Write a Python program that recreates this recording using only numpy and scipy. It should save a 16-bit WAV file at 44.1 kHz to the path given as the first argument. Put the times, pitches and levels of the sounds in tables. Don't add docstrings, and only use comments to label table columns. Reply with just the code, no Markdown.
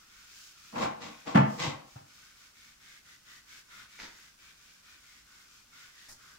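import sys
import numpy as np
from scipy import signal
from scipy.fft import rfft, irfft, next_fast_len
from scipy.io import wavfile

SR = 44100
rng = np.random.default_rng(int(sys.argv[2]) if len(sys.argv) > 2 else 0)


def store_pcm(level_fs):
    pcm = np.round(np.clip(level_fs, -1, 1) * 32767).astype(np.int16)
    wavfile.write(sys.argv[1], SR, np.atleast_2d(pcm).T)


N = 281358
T = np.arange(N) / SR


def amp(db):
    return 10 ** (np.asarray(db) / 20)


def unit(x):
    return x / np.sqrt(np.mean(x ** 2) + 1e-20)


def along(points, hz):
    f, values = np.transpose(points)
    return np.interp(np.log(hz + 1), np.log(f + 1), values)


def filtered(x, response):
    n = x.shape[-1]
    padded = next_fast_len(n + 8192)
    return irfft(rfft(x, padded) * response(np.fft.rfftfreq(padded, 1 / SR)), padded)[..., :n]


def coloured(x, spectrum):
    return unit(filtered(x, lambda hz: amp(along(spectrum, hz))))


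def swept(x, times, centres, octaves, peak_db):
    hz, t, spectra = signal.stft(x, SR, nperseg=1024)
    distance = np.log2((hz[:, None] + 1) / np.interp(t, times, centres)) / octaves
    boost = amp(peak_db / (1 + distance ** 2))
    return unit(signal.istft(spectra * boost, SR, nperseg=1024)[1][:, :N])


def ringing(modes, rise):
    t = np.arange(SR) / SR
    tones = sum(amp(db - 60 * t / t60) * np.sin(2 * np.pi * hz * t) for hz, db, t60 in modes)
    return (1 - np.exp(-t / rise)) ** 2 * tones


def press(start, rise, hold, release):
    return np.interp(T, start + np.cumsum([0, rise, hold, release]), [0, 1, 1, 0])


def add(track, start, sound):
    part = track[..., round(start * SR):][..., :sound.shape[-1]]
    part += sound[..., :part.shape[-1]]


# f/Hz, likeness (1 the same, -1 opposite)
LIKENESS = [(60, .93), (200, 0.75), (380, 0.065), (700, -0.44), (1250, 0.52), (2300, -0.1), (4400, 0.02),
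            (8000, -0.021)]
def paired(x):
    angle = lambda hz: np.arccos(np.clip(along(LIKENESS, hz), -1, 1)) / 2
    mid, side = filtered(x, lambda hz: np.array([np.cos(angle(hz)), np.sin(angle(hz))]))
    return np.array([mid + side, mid - side])


def grains(per_second):
    hits = rng.random(N) < per_second / SR
    return unit(paired(hits * rng.standard_normal((2, N))))


# f/Hz, level/dB (levels in all tables are relative)
AIR_COLOUR = [(20, -6.5), (50, 1.5), (100, -5), (250, -5.5), (450, -14), (1000, -10.5), (3000, -14),
              (6300, -31.5), (8000, -16), (15500, -22.5)]
def stable_air(level_db=-67):
    return amp(level_db) * coloured(paired(rng.standard_normal((2, N))), AIR_COLOUR)


# f/Hz, t60/s
ECHO_FADE = [(100, .36), (250, .5), (600, .52), (1200, .52), (2500, .41), (5000, .33), (10000, .27)]
def echo(x, gap_s):
    hz, t, spectra = signal.stft(rng.standard_normal((2, SR)), SR, nperseg=256)
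    fade = amp(-60 * t / along(ECHO_FADE, hz)[:, None])
    tail = paired(signal.istft(spectra * fade, SR, nperseg=256)[1])
    tail *= np.clip(np.arange(tail.shape[1]) / SR / gap_s - 1, 0, 1)
    return signal.fftconvolve(x[:1], tail / np.linalg.norm(tail[0]), axes=1)[:, :N]


# t/s, level/dB
SAND_SNAPS = [(3.991, -34.5), (4, -32), (4.014, -41), (4.033, -44), (4.044, -39.5), (6.085, -51)]
def sand_snaps(pitch_hz=2000, t60=.009):
    track, t = np.zeros((2, N)), np.arange(SR // 20) / SR
    for start, db in SAND_SNAPS:
        hz = pitch_hz * np.exp(0.12 * rng.standard_normal((2, 1)))
        add(track, start, amp(db - 60 * t / t60) * np.sin(2 * np.pi * hz * t))
    return track


# rise/s, hold/s, release/s, level/dB
BOOT_SLIDE = (0.02, 0.04, 0.055, -47)
# f/Hz, level/dB
BOOT_COLOUR = [(60, 1), (130, -9), (230, 3), (450, -4), (1000, -1.5), (1900, 2.5), (3000, -4), (5200, 0),
               (7000, -9.5), (9500, -26), (15000, -27)]
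def boot_scuff(start_s=3.982):
    *shape, db = BOOT_SLIDE
    return amp(db) * press(start_s, *shape) * coloured(grains(per_second=6000), BOOT_COLOUR)


# t/s, rise/s, hold/s, release/s, judder/dB, scrape/dB, grit/dB, judder f/Hz
HOOF_DRAGS = [ (0.721, 0.1, 0.015, 0.053, -37, -33, -38.5, 223.7),
              (0.991, 0.033, 0.008, 0.14, -48.5, -47, -45.5, 200),
              (1.248, 0.03, 0.0059, 0.1019, -45, -42.5, -45, 140),
              (1.571, 0.031, 0.053, 0.098, -38.5, -37, -36, 128), ]
# f/Hz, width/Hz, boost/dB
HOOF_RING = [(480, 35, 6), (635, 45, 2), (786, 35, 4), (955, 30, 4), (1088, 35, 8), (2080, 70, 4),
             (3820, 60, 5.5)]
# f/Hz, level/dB
JUDDER_COLOUR = [(40, -21), (85, -7), (130, -0.5), (200, 3.5), (320, 5), (420, -11.5), (700, -32)]
SCRAPE_COLOUR = [(250, -31.5), (480, -0.5), (650, 1), (1100, 1), (1500, -10.5), (2200, -20.5), (3500, -33),
                 (7000, -44)]
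GRIT_COLOUR = [(900, -18.5), (2000, 4.5), (3000, 1.5), (5000, -1), (7500, -7.5), (8400, -15), (9500, -38),
               (15000, -35.5)]
def hoof_drags():
    judder, scrape, grit = np.zeros((3, N))
    pitch = []
    for start, rise, hold, release, judder_db, scrape_db, grit_db, hz in HOOF_DRAGS:
        weight = press(start, rise, hold, release)
        judder += amp(judder_db) * weight
        scrape += amp(scrape_db) * weight ** 1.1
        grit += amp(grit_db) * weight ** 1.8
        pitch += [(start, hz), (start + rise + hold + release, hz)]
    ring = lambda f: amp(sum(db / (1 + (2 * (f - hz) / width) ** 2) for hz, width, db in HOOF_RING))
    slips = coloured(grains(per_second=1500), JUDDER_COLOUR)
    slips = swept(slips, *np.transpose(pitch), octaves=.2, peak_db=10)
    scraping = coloured(filtered(grains(per_second=1500), ring), SCRAPE_COLOUR)
    crushing = coloured(filtered(grains(per_second=3200), ring), GRIT_COLOUR)
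    return amp(-2) * judder * slips + scrape * scraping + grit * crushing


# t/s, thud level/dB, thud f/Hz, clop level/dB
HOOF_HITS = [(0.733, -30.5, 222, -39), (0.754, -30.5, 229.3, -25), (0.778, -27.5, 225, -34),
             (0.823, -25.5, 235, -19), (0.852, -26, 220, -35.5), (1.268, -35, 150.8, -27),
             (1.345, -48, 150, -14.5), (1.352, 0.5, 189.5, -8), (1.368, -14, 231.7, -11),
             (1.379, -18, 130, -26.5), (1.412, -15.5, 139, -47), (1.672, -23, 125, -50),
             (1.955, -30, 120, -40.5)]
# f/Hz, level/dB, t60/s
STALL_BOOM = [(138, -10, .3), (213, -21, .48), (258, -27, .5), (116, -22, .28), (168, -26, .36),
              (276, -28, .4), (341, -31, .35)]
def hoof_thuds(push_db=8, cycles=6.46, lowest_hz=72):
    push, boom = np.zeros((2, 2, N))
    low_tones = ringing(STALL_BOOM, rise=0.0256)
    for start, db, hz, _ in HOOF_HITS:
        add(push, start, amp(db) * ringing([(hz, push_db, cycles / hz)], rise=1 / hz))
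        add(boom, start, amp(1.35 * db) * low_tones)
    sound = push + amp(-8) * echo(push, gap_s=.008) + boom
    bass_cut = signal.butter(2, lowest_hz, "highpass", fs=SR, output="sos")
    return signal.sosfilt(bass_cut, sound)


# f/Hz, level/dB
CLOP_COLOUR = [(60, -22.5), (150, -8.5), (300, 9.5), (430, -16.5), (520, 1.5), (800, 1), (1000, -2),
               (1500, -4.5), (2100, -11), (2800, -13), (4200, -24), (7500, -33), (9500, -43),
               (15000, -50.5)]
def hoof_clops(roll_s=0.0068, t60=0.059):
    track, t = np.zeros((2, N)), np.arange(SR // 4) / SR
    contact = np.minimum(t / roll_s, 1) * amp(-60 * np.maximum(t - roll_s, 0) / t60)
    for start, _, _, db in HOOF_HITS:
        noise = coloured(paired(rng.standard_normal((2, len(t)))), CLOP_COLOUR)
        add(track, start, amp(db - 10) * contact * noise)
    return track


# f/Hz, level/dB, t60/s
WALL_TONES = [(640, -16, .45), (785, -6, .36), (866, -9, .42), (978, -16, .4), (1033, -17, .4),
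              (1180, -24, .45), (1283, -20, .25), (1380, -21, .33), (1487, -28, .3), (1738, -28, .35),
              (1767, -27, .25)]
def wall_ring(right_delay_s=0.0005945):
    track = np.zeros((2, N))
    for start, _, _, clop_db in HOOF_HITS:
        for ear, delay in zip(track, (0, right_delay_s)):
            tones = [(hz, db + rng.normal(0, 0.67), t60) for hz, db, t60 in WALL_TONES]
            add(ear, start + delay, amp(clop_db - 3) * ringing(tones, rise=.005))
    return track


# rise/s, hold/s, release/s, level/dB
BRISTLE_FLICK = (0.004, 0.032, 0.06, -53.5)
# f/Hz, level/dB
BRISTLE_COLOUR = [(40, 5), (110, 2), (400, -5), (800, 0), (1900, -7), (2800, -17), (5200, 3.5),
                  (9000, -4.5), (15500, -13.5)]
def bristle_flick(start_s=6.083):
    *shape, db = BRISTLE_FLICK
    return amp(db) * press(start_s, *shape) * coloured(grains(per_second=10000), BRISTLE_COLOUR)


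# t/s, length/s, rub/dB, rasp/dB, hiss/dB, rub f/Hz, rasp f/Hz
BRUSH_STROKES = [ (-0.1, 0.2, -68.5, -76, -68.5, 1360, 2100), (0.056, 0.33, -67, -67, -64.5, 1516, 2150),
                 (0.274, 0.28, -68, -71, -58.5, 1493, 2400), (0.508, 0.35, -66, -66.5, -63, 1400, 2450),
                 (0.95, 0.41, -67, -64.5, -67, 1500, 2450), (1.448, 0.2, -77, -81, -59.5, 1495, 2300),
                 (1.851, 0.18, -81, -71, -67, 1374, 2250), (2.05, 0.32, -68.5, -67.5, -65, 1500, 2250),
                 (2.34, 0.18, -68, -69, -65.5, 1446, 2250), (2.53, 0.23, -70.5, -65.5, -65.5, 1450, 2205),
                 (2.79, 0.23, -66.5, -62, -64.5, 1600, 2120), (3.04, 0.14, -66.5, -64.5, -64, 1490, 2030),
                 (3.247, 0.17, -63, -61, -62.5, 1505, 1960), (3.464, 0.17, -62, -61.5, -60, 1584, 2200),
                 (3.68, 0.2, -58.5, -59, -62, 1429, 2120), (3.87, 0.25, -66.5, -61, -63.5, 1470, 2300),
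                 (4.048, 0.28, -67.5, -66, -64, 1527, 2060), (4.379, 0.18, -66.5, -63, -66.5, 1564, 2350),
                 (4.54, 0.286, -72, -69, -67.5, 1540, 2350), (4.823, 0.18, -67, -64.5, -66, 1470, 2400),
                 (4.974, 0.28, -72, -66.5, -66, 1473, 2150), (5.247, 0.2596, -67.5, -70, -66.5, 1518, 2150),
                 (5.46, 0.19, -71.5, -72, -66, 1460, 2400), (5.704, 0.23, -63, -61.5, -63, 1464, 2150),
                 (5.912, 0.232, -67.5, -64.5, -64, 1680, 1900), (6.157, 0.24, -63, -69.5, -65, 1460, 2100),
                 ]
# rub/dB, rasp/dB, hiss/dB
BRUSH_REST = (-76.5, -80, -70)
# f/Hz, level/dB
RUB_COLOUR = [(150, -6), (350, -8.5), (600, -11), (850, -11.5), (1200, 2.5), (1650, 0.5), (2000, -6.5),
              (4000, -30.5)]
RASP_COLOUR = [(1400, -22), (1800, 2), (2050, -1.5), (2400, -2), (2800, -5.5), (3700, -0.5), (6000, -31)]
HISS_COLOUR = [(1200, -31), (2500, -1.5), (3600, -3), (5200, 2), (7000, -1), (8500, -9), (10500, -13),
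               (15500, -12.5)]
# f/Hz, left minus right/dB
BRUSH_BALANCE = [(500, -0.5), (850, 5.5), (1500, -2), (2200, -0.5), (2600, 5), (3600, 4), (5200, 1),
                 (7500, -3.5), (11000, -2.5)]
def brush(speed_power=0.65, rub_octaves=0.18, rasp_octaves=-0.03):
    power = amp(BRUSH_REST)[:, None] ** 2 * np.ones(N)
    glide = []
    for start, length, *levels, rub_hz, rasp_hz in BRUSH_STROKES:
        during = (T > start) & (T < start + length)
        speed = np.sin(np.pi * (T[during] - start) / length)
        power[:, during] += (amp(levels)[:, None] * speed ** speed_power) ** 2
        for offset in (-1 / 3, 1 / 3):
            when = start + length * (.5 + offset)
            glide.append((when, rub_hz * 2 ** (rub_octaves * offset),
                          rasp_hz * 2 ** (rasp_octaves * offset)))
    rub_swell, rasp_swell, hiss_swell = np.sqrt(power)
    times, rub_pitch, rasp_pitch = np.transpose(sorted(glide))
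    rub = coloured(grains(per_second=7000), RUB_COLOUR)
    rub = swept(rub, times, rub_pitch, octaves=.09, peak_db=10)
    rasp = coloured(grains(per_second=6000), RASP_COLOUR)
    rasp = swept(rasp, times, rasp_pitch, octaves=.07, peak_db=9.5)
    hiss = coloured(grains(per_second=12000), HISS_COLOUR)
    sound = amp(1) * rub_swell * rub + amp(1.5) * rasp_swell * rasp + amp(3) * hiss_swell * hiss
    return filtered(sound, lambda hz: amp(along(BRUSH_BALANCE, hz) * np.array([[.5], [-.5]])))


def scene():
    drags, clops = hoof_drags(), hoof_clops()
    bristles = brush() + bristle_flick()
    boot = boot_scuff() + sand_snaps()
    knocks = amp(1.5) * clops + amp(-1.5) * echo(clops, gap_s=.005)
    scrapes = amp(-0.5) * drags + amp(-4) * echo(drags, gap_s=0.0015)
    grooming = amp(2.5) * bristles + amp(-10) * echo(bristles, gap_s=0.0023)
    footstep = boot + amp(-4.5) * echo(boot, gap_s=0.0055)
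    lean_left = amp([[.9], [-.9]])
    hoof = (knocks + scrapes) * lean_left + wall_ring() + hoof_thuds()
    return stable_air() + footstep + hoof + grooming


def record(dry, top_hz=15800):
    return filtered(dry, lambda hz: hz < top_hz)


dry = scene()
out = record(dry)
store_pcm(out)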